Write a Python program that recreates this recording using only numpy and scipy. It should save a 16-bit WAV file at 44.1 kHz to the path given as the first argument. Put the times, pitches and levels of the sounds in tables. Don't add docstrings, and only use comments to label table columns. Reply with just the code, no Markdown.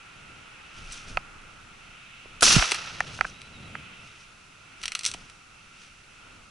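import sys
import numpy as np
from scipy import signal
from scipy.fft import rfft, irfft
from scipy.io import wavfile

SR = 44100
rng = np.random.default_rng(int(sys.argv[2]) if len(sys.argv) > 2 else 0)


def wav_record(signal):
    frames = np.transpose(np.atleast_2d(signal))
    bounded = np.clip(frames, -1, 1)
    quanta = np.round(bounded * 32767).astype(np.int16)
    wavfile.write(sys.argv[1], SR, quanta)


N = 286650
T = np.arange(N) / SR
ROLL_START_S, CUTOFF_HZ = 2.431, 11100

# t/s, level/dB, hold/s, decay/s, low cut/Hz
BURSTS = [(2.4086, -26, 0.0012, .002, 2190), (2.41, -36.5, 0.011, .002, 2000),
          (2.423, -14, 0.0014, 0.0038, 890), (2.428, -6.5, 0.0015, 0.0025, 260),
          (2.435, -14, .003, .003, 600), (2.479, -23.5, 0.0015, 0.002, 250),
          (2.508, -34, .0015, .0025, 500), (2.53, -27, 0.0015, 0.003, 350)]
# f/Hz, level/dB
BURST_COLOUR = [(200, -13.5), (400, 8.5), (720, 5), (950, -10), (1300, 8.5), (2000, -4.5), (3800, 0.5),
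                (6000, -1.5), (8500, -4.5), (11000, -2.5)]
# f/Hz, level/dB
ROLL_COLOUR = [(150, -25), (370, -13.5), (520, -13), (720, -10.5), (1000, -6.5), (1320, -5.5), (1650, -5.5),
               (2150, -7), (2650, -3.5), (3400, -3.5), (5900, 5), (7000, -2), (10000, -8), (11000, -7)]
# f/Hz, level/dB
RUMBLE_COLOUR = [(15, 6.5), (30, 1), (80, -5), (180, -1.5), (350, -3.5), (1000, -41)]
# level/dB, hold/s, fall/(dB/s), tail level/dB, tail fall/(dB/s)
BODY_FADE = (-24.5, 0.124, 76, -32, 24)
CRACK_FADE = (-18.4, 0.0766, 114, -32.5, 41.5)
RUMBLE_FADE = (-33, 0.1359, 228, -59, 60)
# t/s, level/dB, first f/Hz, last f/Hz, glide/s, decay/s, left over right/dB
JOLTS = [(0.775, -44.5, 153, 28.2, 0.016, 0.064, -3), (1.123, -50, 170, 60, 0.018, 0.0099, -5),
         (1.154, -39, 55, 25, .015, 0.035, -2), (2.477, -28, 60, 28, 0.0084, 0.012, -2),
         (2.565, -6.5, 198, 25.2, 0.0197, 0.0087, -10), (2.5877, -17, 56.8, 24.2, 0.02, 0.015, 11),
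         (5.146, -37, 536, 30, 0.0033, 0.011, -6.5)]
# t/s, level/dB, wall f/Hz, wall ring/dB, high cut/Hz, tick/dB, left over right/dB
KNOCKS = [(1.1717, -10, 2515, 3.5, 6000, -36, -3), (1.1743, -23.5, 1250, 37, 2400, -45, -7),
          (2.257, -41, 398, 10, 900, -40, -4), (2.5962, -17, 1600, 2, 2500, -26, -1),
          (2.624, -10, 1580, -4, 4200, -26, -10), (2.719, -22.5, 790, 2, 1610, -40, -2),
          (2.721, -28.5, 398, 14, 1610, -40, -9), (3.005, -10, 1810, 9.5, 3180, -17.5, -1.5),
          (3.189, -25.5, 1530, -10, 1400, -45, -4), (3.2098, -7.5, 1360, 7, 3300, -25.5, -7),
          (3.2456, -24, 1450, -12, 2000, -33, -4), (3.2502, -17.5, 1570, 5.5, 1900, -46, -2.5),
          (3.7527, -22, 1300, 5.5, 2850, -41, -4), (5.1461, -33, 680, 13, 900, -45, -7)]
# f/Hz, width/Hz, level/dB
CASE_RINGS = [(592, 200, -8.5), (763, 91, -2), (956, 130, -4), (1300, 244, -1), (1570, 270, -1.5),
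              (2064, 154, -3), (2334, 175, -2), (2770, 700, -10.5), (4470, 180, -11.5), (5960, 1000, -23)]
# t/s, level/dB, centre f/Hz, fade time/s (to fall by 60 dB)
SCRAPE_AND_CLICKS = [(0.9218, -28.5, 6200, 0.081), (0.929, -32, 6200, .06), (2.711, -16, 3480, 0.037),
                     (2.7182, -6.5, 2680, 0.031), (2.7454, -16, 2780, 0.048), (3.417, -29.5, 3200, 0.0088),
                     (4.8155, -33, 3300, .03), (4.83, -27, 3300, 0.026), (4.8352, -20, 2680, 0.017),
                     (4.8392, -21, 2390, 0.033), (4.856, -15, 3000, 0.031), (4.880, -15.5, 3030, 0.024),
                     (4.9196, -17.5, 2660, 0.024), (4.951, -12.5, 3300, .013), (4.954, -16, 2550, 0.015),
                     (4.9916, -19, 3840, 0.019), (5.0095, -27, 3500, .018), (5.034, -25, 3940, .04),
                     (5.044, -21.5, 3800, 0.036), (5.0518, -9.5, 5400, 0.0046), (5.0624, -7.5, 5570, 0.018),
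                     (5.066, -19, 7000, 0.12), (5.115, -21.5, 4800, 0.014), (5.1384, -22, 3130, 0.037),
                     (4.931, -36, 3300, 0.018), (5.2982, -34, 2720, 0.026)]
# f/Hz, width/Hz, level/dB
BRIGHT_RINGS = [(1316, 150, 5.5), (1950, 290, 0.5), (2680, 510, 2.5), (3300, 300, 1.5), (4150, 600, 0),
                (4790, 520, 0), (5860, 520, 2.5), (6320, 260, 2.5), (8030, 1150, -2.5), (12100, 1700, -10)]
# peak t/s, rise/s, fall/s, level/dB
RUSTLES = [(.785, 0.035, 0.018, -51.5), (.925, .003, 0.017, -59), (.97, 0.12, 0.076, -46),
           (1.084, 0.01, 0.055, -47), (3.075, 0.0091, 0.022, -46.5), (3.15, 0.026, 0.059, -46),
           (3.275, 0.026, 0.037, -47), (4.07, 0.1, 0.1, -59), (4.2, 0.044, 0.058, -57),
           (4.85, 0.064, 0.062, -54), (5.075, 0.034, .035, -39.5), (5.22, 0.11, 0.11, -57),
           (5.83, 0.062, 0.061, -55.5)]
# f/Hz, level/dB
CLOTH_COLOUR = [(300, -10), (900, -15), (1400, 1), (2000, -5.5), (2800, 1), (4500, -1.5), (6000, 0),
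                (7200, -8.5), (9500, -9.5), (11000, -18)]
# t/s, middle level/dB, treble level/dB
HISS_LEVELS = [
    [(0.0, -56, -54), (1.01, -54.5, -51.5), (1.22, -52.5, -55), (1.66, -57, -56), (1.91, -57, -53),
     (2.17, -60, -51), (2.36, -57.5, -53.5)],
    [(3.45, -59, -55.5), (3.83, -57, -49.5), (3.96, -57, -51.5), (4.136, -60.5, -54), (4.372, -59.5, -58),
     (4.588, -59.5, -58.5), (4.74, -57, -54.5)],
    [(5.24, -57.5, -56), (5.404, -60, -59.5), (5.58, -59.5, -57.5), (5.836, -61.5, -55.5),
     (6.018, -61.5, -59), (6.268, -56, -55), (6.5, -60.5, -61)],
]
# f/Hz, level/dB
HISS_COLOUR = [(180, -12.5), (300, -9), (450, -10), (620, -12), (950, -8), (1380, -5), (1720, -10),
               (2000, -8), (2600, -3.5), (4100, -15.5), (4700, -18), (5840, -17.5), (7000, -20),
               (11000, -25)]
# peak t/s, rise/s, fall/s, buffet level/dB, sway level/dB
GUSTS = [(.25, .1, 0.17, -53.5, -65.5), (.79, 0.038, 0.23, -53.5, -47.5), (1.12, 0.089, 0.062, -48, -44.5),
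         (1.16, 0.032, .05, -54, -42.5), (1.3, 0.14, 0.68, -58, -56.5), (2.33, 0.17, 0.13, -56, -57),
         (3.08, 0.26, 0.22, -46, -53), (3.25, 0.13, 0.12, -51, -51), (3.71, 0.26, 0.19, -46.5, -66),
         (4.0, 0.08, 0.2, -56, -67.5), (4.86, .06, 0.089, -65, -59), (5.14, 0.074, 0.15, -54.5, -54),
         (6.36, 0.13, 0.25, -58, -61)]
# f/Hz, level/dB
BUFFET_COLOUR = [(30, -12.5), (70, 0), (130, 1), (200, -2.5), (320, -11.5), (700, -15.5), (2000, -36)]
SWAY_COLOUR = [(12, -7.5), (28, 0.5), (50, -17), (100, -17.5), (300, -53)]
# t/s, length/s, first f/Hz, last f/Hz, level/dB
BIRD_NOTES = [(3.335, .065, 3720, 3880, -53), (3.4, .09, 3880, 3990, -56), (3.52, .09, 3990, 3580, -54),
              (3.615, .075, 3900, 3840, -56)]
# f/Hz, width/Hz, level/dB
CAVITY = [(1040, 260, -3.5), (1365, 190, 6), (1720, 200, -2), (2660, 280, 3.5), (5900, 700, 2)]
# f/Hz, likeness (1 = the same)
LIKENESS = [(40, .7), (150, .75), (450, .1), (1100, .78), (1900, .45), (3800, .91), (8000, .84)]


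def muzzle_blast():
    gas, out = noise(BURST_COLOUR, cavity=0.58, apart=1.5), 0
    for s, db, hold, decay, low_hz in BURSTS:
        shape = (T >= s) * np.exp(-np.clip((T - s - hold) / decay, 0, 50))
        out = out + from_db(db) * shape * rms_one(cut(gas, low_hz, "high"))
    return out


def rolling_shot(split_hz=3000, lumpy_db=3.0, ragged_db=1.7):
    scatter = noise(ROLL_COLOUR)
    body = rms_one(cut(scatter, split_hz, "low", order=4)) * fading(*BODY_FADE)
    crack = rms_one(cut(scatter, split_hz, "high", order=4)) * fading(*CRACK_FADE)
    rumble = noise(RUMBLE_COLOUR) * fading(*RUMBLE_FADE)
    body *= from_db(lumpy_db * drift(41)) * panned(-2.0)
    crack *= from_db(ragged_db * drift(150))
    onset = np.clip((T - ROLL_START_S) / 0.0022, 0, 1)
    return (body + crack + rumble) * onset


def jolts():
    out, t = np.zeros((2, N)), np.arange(SR // 4) / SR
    for s, db, first_hz, last_hz, glide, decay, pan_db in JOLTS:
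        settling = np.exp(-t / glide)
        thump = tone(last_hz + (first_hz - last_hz) * settling) * np.exp(-t / decay)
        add(out, s, from_db(db) * panned(pan_db * settling) * thump)
    return out


def knocks(width_hz=150, boost_db=1.5):
    out = np.zeros((2, N))
    for s, db, hz, wall_db, soft_hz, tick_db, pan_db in KNOCKS:
        hit = contact(t60=.01, grit=.03, apart=1.8)
        strengths = from_db(rng.normal(0, 1.5, (len(CASE_RINGS), 2, 1)))
        rings = sum((-1) ** k * strengths[k] * from_db(level) * resonate(hit, f, width)
                    for k, (f, width, level) in enumerate(CASE_RINGS))
        rings = cut(cut(rings, soft_hz, "low"), 300, "high")
        wall = resonate(resonate(hit, hz, width_hz), hz, 4 * width_hz)
        tick = resonate(hit, hz=5530, width=1340)
        knock = rings + from_db(wall_db) * wall + from_db(tick_db) * tick
        add(out, s, from_db(db + boost_db) * panned(pan_db) * knock / np.abs(knock).max())
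    return out


def scrape_and_clicks(focus_db=5.0, boost_db=3, rattle_db=-27, tick_db=-15):
    out = np.zeros((2, N))
    for s, db, hz, t60 in SCRAPE_AND_CLICKS:
        hit = contact(t60, grit=0.11, apart=0.38)
        hit += from_db(rattle_db) * contact(t60=0.14, grit=0.45, apart=0.1)
        sound = from_db(tick_db) * cut(hit, 3300, "high")
        for k, (f, width, level) in enumerate(BRIGHT_RINGS):
            octaves_off = np.log2(f / hz)
            sound += (-1) ** k * from_db(level - focus_db * octaves_off ** 2) * resonate(hit, f, width)
        add(out, s, from_db(db + boost_db) * sound / np.abs(sound).max())
    return out


def cloth(grain_db=2.0, boost_db=1.5):
    grain = from_db(boost_db + grain_db * drift(150))
    return swells(RUSTLES, roundness=1.2) * grain * noise(CLOTH_COLOUR, apart=0.68)


def airy_hiss(split_hz=1850, top_hz=3900, middle_boost_db=2.5, treble_boost_db=2.0, top_db=-60.5):
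    times, middle_db, treble_db = np.vstack(HISS_LEVELS).T
    hiss = noise(HISS_COLOUR, apart=1.5)
    middle = rms_one(cut(hiss, split_hz, "low", order=4))
    middle *= from_db(np.interp(T, times, middle_db) + middle_boost_db)
    treble = rms_one(cut(cut(hiss, split_hz, "high", order=4), top_hz, "low", order=4))
    treble *= from_db(np.interp(T, times, treble_db) + treble_boost_db)
    top = from_db(top_db) * rms_one(cut(noise(HISS_COLOUR, apart=5.0), top_hz, "high", order=8))
    return (middle + treble + top) * panned(-1.46)


def gusts(buffet_lull_db=-62, sway_lull_db=-65.5, flutter_db=1.17):
    buffet = swells([(s, rise, fall, db) for s, rise, fall, db, _ in GUSTS], roundness=1.67)
    buffet = np.hypot(buffet, from_db(buffet_lull_db)) * from_db(flutter_db * drift(42))
    sway = swells([(s, rise, fall, db) for s, rise, fall, _, db in GUSTS], roundness=1.7)
    sway = np.hypot(sway, from_db(sway_lull_db))
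    return buffet * noise(BUFFET_COLOUR, apart=0.21) + sway * noise(SWAY_COLOUR, apart=0.13)


def bird(gain_db=-2.5, flicker_db=2.9, arch_hz=45, fade_s=0.0096):
    out, waver_hz = np.zeros((2, N)), 35 * drift(95)
    for s, length, first_hz, last_hz, db in BIRD_NOTES:
        t = np.arange(int(length * SR)) / SR
        glide = first_hz + (last_hz - first_hz) * t / length
        hz = glide + arch_hz * np.sin(np.pi * t / length) + np.interp(s + t, T, waver_hz)
        shape = np.clip(np.minimum(t, length - t) / fade_s, 0, 1)
        add(out, s, from_db(db) * shape * tone(hz))
    return out * from_db(gain_db + flicker_db * drift(60))


def fading(db, hold, fall_db_per_s, tail_db, tail_db_per_s):
    age = np.maximum(T - ROLL_START_S, 0)
    near = from_db(db - fall_db_per_s * np.maximum(age - hold, 0))
    return np.hypot(near, from_db(tail_db - tail_db_per_s * age))


def swells(rows, roundness):
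    power = np.zeros(N)
    for s, rise, fall, db in rows:
        near = slice(*np.searchsorted(T, [s - 6 * rise, s + 6 * fall]))
        away = np.maximum((s - T[near]) / rise, (T[near] - s) / fall)
        power[near] += from_db(db) ** 2 * np.exp(-2 * away ** roundness)
    return np.sqrt(power)


def contact(t60, grit, apart):
    t = np.arange(SR // 10) / SR
    spray = rng.standard_normal((3, len(t))) * from_db(-60 * t / t60)
    return (t == 0) + grit * (spray[0] + apart * spray[1:])


def noise(colour, cavity=1.0, apart=1.0):
    hz = np.fft.rfftfreq(N, 1 / SR)
    cavity_db = sum(db / (1 + (2 * (hz - f) / width) ** 2) for f, width, db in CAVITY)
    gain = from_db(at_hz(colour, hz) + cavity * cavity_db) * (hz < CUTOFF_HZ)
    alike = np.clip(1 - apart * (1 - at_hz(LIKENESS, hz)), -1, 1)
    mid, side = rfft(rng.standard_normal((2, N))) * gain
    return rms_one(irfft(np.sqrt(1 + alike) * mid + np.sqrt(1 - alike) * side * [[1], [-1]], N))


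def drift(rate_hz):
    hz = np.fft.rfftfreq(N, 1 / SR)[:N // 16]
    spectrum = rng.standard_normal(2 * len(hz)).view(complex)
    return rms_one(irfft(spectrum / (1 + (hz / rate_hz) ** 2), N))


def tone(hz):
    return np.sin(2 * np.pi * np.cumsum(hz) / SR)


def resonate(x, hz, width):
    r = np.exp(-np.pi * width / SR)
    feedback = [1, -2 * r * np.cos(2 * np.pi * hz / SR), r * r]
    return signal.lfilter(np.array([1, 0, -1]) * (1 - r * r) / 2, feedback, x)


def cut(x, hz, keep, order=2):
    return signal.sosfilt(signal.butter(order, hz, keep, fs=SR, output="sos"), x)


def at_hz(points, hz):
    f, value = np.transpose(points)
    return np.interp(np.log(hz + 1e-3), np.log(f), value)


def from_db(db):
    return 10 ** (np.asarray(db) / 20)


def rms_one(x):
    return x / np.sqrt(np.mean(x ** 2) + 1e-20)


def panned(pan_db):
    return from_db(np.array([[.5], [-.5]]) * pan_db)


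def add(out, s, sound):
    i = int(s * SR)
    out[:, i:i + sound.shape[-1]] += sound[..., :N - i]


def scene():
    shot = muzzle_blast() + rolling_shot()
    return shot + jolts() + knocks() + scrape_and_clicks() + airy_hiss() + gusts() + cloth() + bird()


def record(dry, ceiling=.9):
    rounded = ceiling * np.tanh(dry / ceiling)
    return signal.sosfilt(signal.ellip(12, .2, 80, CUTOFF_HZ, fs=SR, output="sos"), rounded)


dry = scene()
out = record(dry)
wav_record(out)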